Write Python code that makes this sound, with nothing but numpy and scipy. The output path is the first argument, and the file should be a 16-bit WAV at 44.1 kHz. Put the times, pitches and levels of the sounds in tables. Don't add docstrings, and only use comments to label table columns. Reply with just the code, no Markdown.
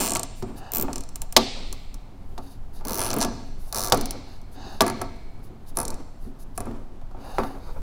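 import sys
import numpy as np
from scipy import signal
from scipy.fft import rfft, irfft, next_fast_len
from scipy.io import wavfile
from scipy.ndimage import map_coordinates

SR = 44100
rng = np.random.default_rng(int(sys.argv[2]) if len(sys.argv) > 2 else 0)


def amplitude_ratio(level_db):
    exponent = np.asarray(level_db, float) / 20
    return 10 ** exponent


def put_to_file(sound):
    columns = np.atleast_2d(sound).T
    safe = np.clip(columns, -1, 1)
    whole_steps = np.round(safe * 32767)
    wavfile.write(sys.argv[1], SR, whole_steps.astype(np.int16))


N = 344846


def unit(x):
    return x / np.sqrt(np.mean(x ** 2) + 1e-20)


def along(points, hz, column=1):
    rows = np.transpose(points)
    return np.interp(np.log(hz + 1), np.log(rows[0] + 1), rows[column])


def wobble(rate_hz):
    knots = rng.standard_normal(int(N * rate_hz / SR) + 4)
    return map_coordinates(knots, [np.arange(N) * rate_hz / SR])


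def filtered(x, response):
    m = next_fast_len(N + SR)
    return irfft(rfft(x, m) * response(np.fft.rfftfreq(m, 1 / SR)), m)[..., :N]


def peak(f, hz, width_hz):
    return 1j * f * width_hz / (hz * hz - f * f + 1j * f * width_hz)


def width_of(t60_s):
    return np.log(1000) / (np.pi * t60_s)


def noise(spectrum):
    return unit(filtered(rng.standard_normal(N), lambda f: amplitude_ratio(along(spectrum, f))))


def grain(depth_db, rate_hz):
    return amplitude_ratio(depth_db * wobble(rate_hz)) * rng.standard_normal(N)


def scatter(times, rows):
    where = np.round(np.asarray(times) * SR).astype(int)[:, None] + np.arange(rows.shape[1])
    return np.bincount(where.ravel(), rows.ravel(), N + rows.shape[1])[:N]


def bursts(times, levels_db, t60_s, tail_t60_s, tail_db, size=4096, alike=0):
    t = np.arange(size) / SR
    shape = amplitude_ratio(-60 * t / t60_s) + amplitude_ratio(tail_db - 60 * t / tail_t60_s)
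    common = np.sqrt(alike) * rng.standard_normal(size)
    hiss = common + np.sqrt(1 - alike) * rng.standard_normal((len(times), size))
    return scatter(times, amplitude_ratio(levels_db)[:, None] * shape * hiss)


def single_blow(times, levels_db, t60_s, *rattle):
    return scatter(times, amplitude_ratio(levels_db)[:, None] * np.sqrt(t60_s * SR / np.log(1e6)))


def swells(starts, holds, levels_db, rise_db_per_s, fall_db_per_s, rest_db):
    t = np.arange(0, N + 64, 64) / SR
    ramps = [db - rise_db_per_s * np.clip(s - t, 0, None) - fall_db_per_s * np.clip(t - s - hold, 0, None)
             for s, hold, db in zip(starts, holds, levels_db)]
    level_db = np.maximum(np.max(ramps, axis=0), rest_db)
    return np.interp(np.arange(N) / SR, t, amplitude_ratio(level_db))


def stroke(start_s, end_s):
    t = np.arange(N) / SR
    return np.sin(np.pi * np.clip((t - start_s) / (end_s - start_s), 0, 1)) ** 0.89


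# frequency in Hz, relative level in dB, undamped t60 in seconds.
PANEL_MODES = [(100.5, -5, 0.2), (229.8, -1.5, 0.33), (273, -1.5, 0.84), (370.3, -1, 0.11),
               (491, -3.5, 0.12), (650.3, 2, 0.066), (736.6, 3, 0.055), (902, 0.5, 0.055),
               (1151, -3, 0.059), (1328, -5, 0.036), (1680, -13, 0.025), (2038, -14, 0.013),
               (2565, -20, 0.036)]


def panel(deep_force, upper_force, damping):
    modes = []
    for k, (hz, db, t60_s) in enumerate(PANEL_MODES):
        width_hz = damping * width_of(t60_s)
        modes.append(((-1) ** k * amplitude_ratio(db) / np.sqrt(width_hz), hz, width_hz))

    def ring(force, part):
        return filtered(force, lambda f: sum(gain * peak(f, hz, width_hz) for gain, hz, width_hz in part))

    return ring(deep_force, modes[:4]) + ring(upper_force, modes[4:])


# frequency in Hz, relative density in dB per Hz.
BACKGROUND_SPECTRUM = [(47, -32.5), (80, 1.5), (289, -17), (346, -28.5), (718, -17.5), (2270, -37),
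                       (4420, -40), (14600, -60), (16000, -58.5)]


def background():
    return amplitude_ratio(-48.5) * noise(BACKGROUND_SPECTRUM)


# frequency in Hz, relative density in dB per Hz.
RUMBLE_SPECTRUM = [(1, -10.5), (3, -3), (17, 4), (30, -7.5), (60, -15.5), (130, -31), (400, -65.5)]
# start in seconds, hold in seconds, level in dB.
AIR_PUFFS = [(0.0, 0.023, -37), (0.84, 0.11, -27.5), (1.19, 0.083, -27.5), (1.71, 0.039, -26),
             (2.3, 0.042, -28), (2.452, 1.4, -33), (3.94, 0.044, -26), (5.1, .1, -33), (5.932, 0.024, -30),
             (6.21, 0.035, -30.5), (6.62, 0.23, -30.5), (7.38, 0.02, -29), (7.72, 0.12, -23.5)]
AIR_RISE_DB_PER_S, AIR_FALL_DB_PER_S, CALM_DB = 82, 53, -34.5


def air():
    gain = swells(*np.transpose(AIR_PUFFS), AIR_RISE_DB_PER_S, AIR_FALL_DB_PER_S, CALM_DB)
    return gain * unit(amplitude_ratio(1.4 * wobble(4.7)) * noise(RUMBLE_SPECTRUM))


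# start in seconds, hold in seconds,
# relative level in dB of the deep modes, of the upper modes.
HAND_SHIFTS = [(0.0, 0.043, -26.5, -26), (0.46, 0.086, -43.5, -41.5), (0.73, 0.17, -36.5, -35),
               (1.541, 0.05, -45, -37.5), (2.858, 0.39, -34.5, -27.5), (3.17, 0.029, -24.5, -44),
               (3.73, .18, -46, -29.5), (3.969, 0.019, -25.5, -32), (4.128, 0.01, -36.5, -37),
               (4.56, .2, -43, -49), (4.82, 0.054, -25, -36.5), (5.777, 0.11, -32.5, -30.5),
               (6.6, 0.16, -37.5, -41), (7.17, .6, -46, -40.5)]
HAND_RISE_DB_PER_S, HAND_FALL_DB_PER_S = 900, 99
RESTING_DEEP_DB, RESTING_UPPER_DB = -52, -58


def hand_shifts():
    s, hold_s, deep_db, upper_db = np.transpose(HAND_SHIFTS)
    deep = swells(s, hold_s, deep_db, HAND_RISE_DB_PER_S, HAND_FALL_DB_PER_S, RESTING_DEEP_DB)
    upper = swells(s, hold_s, upper_db, HAND_RISE_DB_PER_S, HAND_FALL_DB_PER_S, RESTING_UPPER_DB)
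    return panel(amplitude_ratio(35.5) * deep * grain(3.5, 33), amplitude_ratio(32.0) * upper * grain(2.9, 45), damping=5.55)


# teeth passed,
# gap since the tooth before in ms, relative snap level in dB.
STRAP_PULLS = [(0.002, [(0, 0, -20), (1, 4.6, -19), (9, 5.5, -21), (16, 10.5, -18), (18, 15.8, -15),
               (20, 16.8, -18), (22, 36.9, -18)]), (0.7188, [(0, 0, -21), (1, 16.5, -19), (3, 9.6, -17),
               (6, 15.1, -17), (8, 12.6, -17)]), (0.9304, [(0, 0, -23), (1, 27.7, -23), (2, 22.9, -29),
               (4, 29.3, -35), (5, 53.3, -36)]), (2.8512, [(0, 0, -24), (1, 19.7, -24), (2, 12.0, -22),
               (6, 12.5, -21), (11, 8.9, -20)]), (2.9926, [(0, 0, -17), (1, 11.7, -16), (9, 7.6, -23),
               (11, 10.5, -26)]), (3.205, [(0, 0, -18), (1, 8.1, -15), (3, 6.6, -16), (5, 11.7, -20)]),
               (3.7261, [(0, 0, -20), (1, 20, -20), (2, 12.1, -19), (3, 7.6, -19), (7, 11.3, -18),
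               (13, 8.3, -21), (15, 11.1, -22), (16, 15.1, -22)]), (3.9448, [(0, 0, -21), (1, 28.9, -22),
               (3, 45.8, -22), (4, 51.2, -21)]), (5.7707, [(0, 0, -12), (1, 16.2, -15), (3, 12.9, -20),
               (4, 15.6, -25), (6, 28.4, -25), (7, 23.5, -29), (8, 38.8, -39)])]
# time in seconds, relative snap level in dB.
SINGLE_CLICKS = [(1.1573, -19), (1.2181, -16.5), (1.325, -20.5), (1.7268, -27.5), (1.9428, -34.5),
                 (3.1039, -11.5), (3.113, -15), (3.131, -12), (3.1394, -13), (3.1644, -13.5),
                 (3.1857, -12.5), (3.1958, -28), (4.4156, -46), (4.819, -12), (4.865, -18.5), (4.8793, -20),
                 (4.899, -22), (5.0158, -21.5), (5.163, -53), (6.577, -18.5), (6.6043, -23.5),
                 (6.6562, -41)]
SNAP_SCATTER_DB = 1.3


def tooth_times():
    rows = [np.array(SINGLE_CLICKS)]
    for start_s, points in STRAP_PULLS:
        passed, gap_ms, db = np.transpose(points)
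        k = np.arange(passed[-1] + 1)
        times_s = start_s + np.cumsum(np.interp(k, passed, gap_ms)) / 1000
        rows.append(np.transpose([times_s, np.interp(k, passed, db)]))
    s, db = np.vstack(rows).T
    return s, db + SNAP_SCATTER_DB * rng.standard_normal(len(s))


# centre in Hz, half spacing in Hz, rise time in seconds.
TIE_MODES = [(5300, 850, .0003), (7700, 650, .0004), (10200, 250, .0004), (14200, 800, .0003)]
REGRIP_TIMES_S = [0.08, 0.7, 0.9, 1.15, 1.7, 2.8, 2.99, 3.1, 3.136, 3.19, 3.7, 3.93, 4.8, 5.7, 5.84, 6.5]
# gain in dB of the four tie modes in turn, of the kick to the panel.
GRIP_GAINS_DB = [(-0.5, 0.5, -5, -3, -4), (-3.5, 2, -29, -19, -7.5), (-8.5, -5.5, -23, 3.5, -13.5),
                 (3, 0.5, -20.5, -19, -5), (-8, -5.5, -7, -10, -14), (4, -2, -1, -6, -4),
                 (-0.5, -45, -3, -2.5, -6), (-1.5, -31.5, 1, -12, -2.5), (-3.5, -26, -27, -19, -8.5),
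                 (-17.5, -17, -8.5, -8, -6), (3, -9, -5, -30, 1.5), (2.5, -16, -2, -4.5, -3.5),
                 (2.5, -15, -0.5, -6.5, -10.5), (-2, -9.5, -1.5, -11, 8), (-6, -16, 2, -22, -4),
                 (2, 0.5, -2, -14, -14), (-8, -7.5, -0.5, -21, -1)]
CABLE_BUZZ_DB = [-2, -11, -11, -7, -14.5, -16, -11.5, -6, -13, -19, -9, -18, -12, -11, -32, -24, -19.5]
TEETH_ALIKE = 0.8


def teeth():
    s, db = tooth_times()
    grip = np.searchsorted(REGRIP_TIMES_S, s)
    *modes_db, kick_db = db + np.array(GRIP_GAINS_DB)[grip].T
    kick = scatter(s, amplitude_ratio(kick_db + 41.5)[:, None])
    kick = kick + bursts(s, kick_db + 28.5, 0.011, 0.038, -6.5, alike=TEETH_ALIKE)
    out = panel(kick, kick, damping=1.0)
    t = np.arange(512) / SR
    for (hz, spread_hz, rise_s), mode_db in zip(TIE_MODES, modes_db):
        pitch_hz = hz + spread_hz * (np.array([-1, 1]) + 0.15 * rng.standard_normal((len(s), 2)))
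        phase = 0.5 * rng.standard_normal((len(s), 2, 1)) + np.pi / 2
        ring = np.sin(2 * np.pi * pitch_hz[..., None] * (t - rise_s) + phase).sum(axis=1)
        envelope = t / rise_s * np.exp(1 - t / rise_s)
        out = out + scatter(s, amplitude_ratio(mode_db - 8.0)[:, None] * envelope * ring)
        rattle = bursts(s + rise_s, mode_db + 1, 0.014, 0.07, -15, alike=TEETH_ALIKE)
        out = out + filtered(rattle, lambda f: peak(f, hz, 2500 + 3 * spread_hz) ** 2
                             * (1j * f / (3600 + 1j * f)) ** 3)
    buzz = bursts(s, db + np.array(CABLE_BUZZ_DB)[grip], 0.008, 0.081, -7.5, alike=TEETH_ALIKE)
    return out + filtered(buzz, lambda f: peak(f, 2900, 1900) ** 2 + amplitude_ratio(3) * peak(f, 2550, 140))


# frequency in Hz, t60 in seconds, relative level in dB.
HALL_DECAY = [(103.6, 1.1, -5.5), (500, 0.77, -10.5), (1500, 0.43, -9.5), (2180, 1.6, -18.5),
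              (3000, 1.09, -18.5), (4176, 1.1, -16.5), (6470, 0.78, -20.5), (8610, 1.4, -29),
              (10560, .4, -31.5), (14810, 0.2, -33.5)]


def hall(x):
    out = np.zeros(N + 3 * SR)
    step = SR // 4
    for start in range(0, N, step):
        hz, t, z = signal.stft(rng.standard_normal(SR), SR, nperseg=256)
        level_db = along(HALL_DECAY, hz, column=2)[:, None] - 60 * t / along(HALL_DECAY, hz)[:, None]
        onset = 1 - np.exp(-t / 0.0013)
        tail = signal.istft(z * amplitude_ratio(level_db - 30.0) * onset, SR, nperseg=256)[1]
        wet = signal.fftconvolve(x[start:start + step], tail)
        out[start:start + len(wet)] += wet
    return out[:N]


# time in seconds, relative level in dB of the thud, of the crack,
# of the bright snap, crack centre in Hz.
PANEL_KNOCKS = [(0.157, -28, -25.5, -43.5, 2900), (0.424, -36, -43, -60.5, 5100),
                (0.883, -32, -68, -61, 2560), (1.365, -13, -5.5, -19, 3960), (2.379, -36, -43.5, -62, 4160),
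                (2.81, -45, -58, -62, 2500), (3.247, -39, -36.5, -52, 4170),
                (3.922, -12.5, -14.5, -17.5, 4770), (4.807, -15, -17, -14.5, 4360),
                (5.014, -33, -44.5, -48, 4060), (6.711, -45, -57, -64, 2448), (7.014, -53, -62, -70, 2200),
                (7.112, -51, -64.5, -70, 4630), (7.384, -18, -39.5, -38, 3590),
                (7.435, -28, -44.5, -54, 3470)]
# frequency in Hz, relative level in dB, t60 in seconds.
FRAME_MODES = [(2110, 0, 1.1), (2170, 2, 1.2), (2230, 4, 1.4), (2280, 2, 1.3), (2330, 1, 1.1),
               (4130, -1, 1.2), (4190, 0, 1.4), (4250, 0, 1.3), (4310, -2, 1.2), (4620, -10, .7)]
KNOCK_DEEP_DB = -12.5


def knocks(excite):
    s, thud_db, crack_db, snap_db, crack_hz = np.transpose(PANEL_KNOCKS)
    blow = scatter(s, amplitude_ratio(thud_db)[:, None])
    push = filtered(amplitude_ratio(38) * blow, lambda f: peak(f, 800, 900) ** 2 * 2000 / (2000 + 1j * f))
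    deep_force = excite(s, thud_db + KNOCK_DEEP_DB + 44.0, 0.037, 0.33, -2.0)
    upper_force = excite(s, thud_db + 41.0, 0.0032, 0.13, -6)
    thud = panel(deep_force, upper_force, damping=2.0)
    crack = sum(filtered(excite([at], np.array([db + 12.5]), 0.036, 0.6, -41), lambda f: peak(f, hz, 2500))
                for at, db, hz in zip(s, crack_db, crack_hz))
    snap = filtered(excite(s, snap_db - 1.5, 0.0027, 0.02, -19.5), lambda f: peak(f, 11000, 7000) ** 2)
    frame = filtered(excite(s, snap_db + 17, 0.018, 0.044, -16.5),
                     lambda f: sum(amplitude_ratio(db) * peak(f, hz, width_of(t60_s)) for hz, db, t60_s in FRAME_MODES))
    return push + thud + crack + snap + frame


# frequency in Hz, width in Hz, relative level in dB.
STRAP_RESONANCES = [(770, 110, 8), (1720, 150, -3), (2600, 200, -11), (2930, 180, -9), (3720, 200, 0),
                    (4700, 380, 0), (5520, 250, -10), (6320, 280, -6)]


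def strap_friction():
    def rub(part):
        return amplitude_ratio(15) * filtered(grain(1.5, 110), lambda f: sum(
            (-1) ** k * amplitude_ratio(db) * peak(f, hz, width_hz) for k, (hz, width_hz, db) in enumerate(part)))

    return rub(STRAP_RESONANCES[:4]), rub(STRAP_RESONANCES[4:])


# frequency in Hz, relative density in dB per Hz.
SKIN_SPECTRUM = [(2500, -22), (5500, -6), (8200, -10), (10200, 0), (12000, -7), (14500, -5), (16000, -10)]
# start in seconds, end in seconds, level in dB.
FINGER_BRUSHES = [(0.35, 0.423, -54), (0.552, 0.613, -53.5), (2.378, 2.583, -59), (2.724, 2.82, -55.5),
                  (3.442, 3.498, -65.5), (3.575, 3.765, -55), (4.258, 4.398, -64.5), (4.51, 4.565, -57.5),
                  (4.658, 4.814, -61), (5.423, 5.492, -57.5), (5.658, 5.722, -52.5), (5.748, 5.771, -52),
                  (6.186, 6.317, -63), (6.385, 6.445, -55), (6.546, 6.578, -56), (7.18, 7.611, -55.5),
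                  (7.564, 7.753, -66)]


def brushes(lower, upper):
    skin = unit(amplitude_ratio(2.4 * wobble(60)) * noise(SKIN_SPECTRUM)) + amplitude_ratio(-11) * (lower + upper)
    return skin * sum(amplitude_ratio(db) * stroke(start_s, end_s) for start_s, end_s, db in FINGER_BRUSHES)


# time in seconds, relative level in dB of the deep modes, of the upper modes.
HAND_THUMPS = [(0.424, -28.5, -45), (0.832, -28.5, -48), (3.247, -26, -43), (5.499, -36, -66),
               (6.26, -35.5, -46.5), (6.664, -27, -26), (6.709, -35, -53), (7.145, -44.5, -35.5)]


def thumps(excite):
    s, deep_db, upper_db = np.transpose(HAND_THUMPS)
    deep_force = excite(s, deep_db + 42.5, 0.033, 0.25, -11)
    upper_force = excite(s, upper_db + 38, 0.0064, 0.16, -11)
    ring = panel(deep_force, upper_force, damping=1.9)
    return filtered(ring, lambda f: (1500 / (1500 + 1j * f)) ** 2)


# start in seconds, end in seconds, level in dB,
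# gain of the lower resonances against the upper in dB.
STRAP_DRAGS = [(0.547, 0.783, -60, 12.5), (2.376, 2.589, -67.5, 0), (2.73, 2.85, -68, 2),
               (4.227, 4.39, -62.5, 6), (4.539, 4.813, -51, 4), (7.167, 7.577, -58.5, 9.5),
               (7.576, 7.756, -62, -7)]


def drags(lower, upper):
    return sum(amplitude_ratio(db) * stroke(start_s, end_s) * (upper + amplitude_ratio(lower_db) * lower)
               for start_s, end_s, db, lower_db in STRAP_DRAGS)


# frequency in Hz, gain in dB on the sound before a random wobble.
CHANNEL_DIFFERENCE = [(60, -48), (500, -43.5), (2000, -24.5), (8000, -19.5), (14000, -14.5)]


def scene():
    snaps = teeth()
    lower, upper = strap_friction()
    echo = hall(amplitude_ratio(1.5) * snaps + knocks(single_blow) + thumps(single_blow))
    mid = background() + air() + hand_shifts() + snaps + echo + knocks(bursts)
    mid = mid + brushes(lower, upper) + thumps(bursts) + drags(lower, upper)
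    side = filtered(mid, lambda f: amplitude_ratio(along(CHANNEL_DIFFERENCE, f))) * wobble(150)
    return np.array([mid + side, mid - side])


def top_cut(x):
    return signal.sosfilt(signal.butter(12, 17010, fs=SR, output="sos"), x)


def record(dry):
    x = dry / (1 + np.abs(dry / 0.98) ** 6) ** (1 / 6)
    x = filtered(x, lambda f: 1 / (1 + (f / 16000) ** 60))
    return top_cut(x)


dry = scene()
out = record(dry)
put_to_file(out)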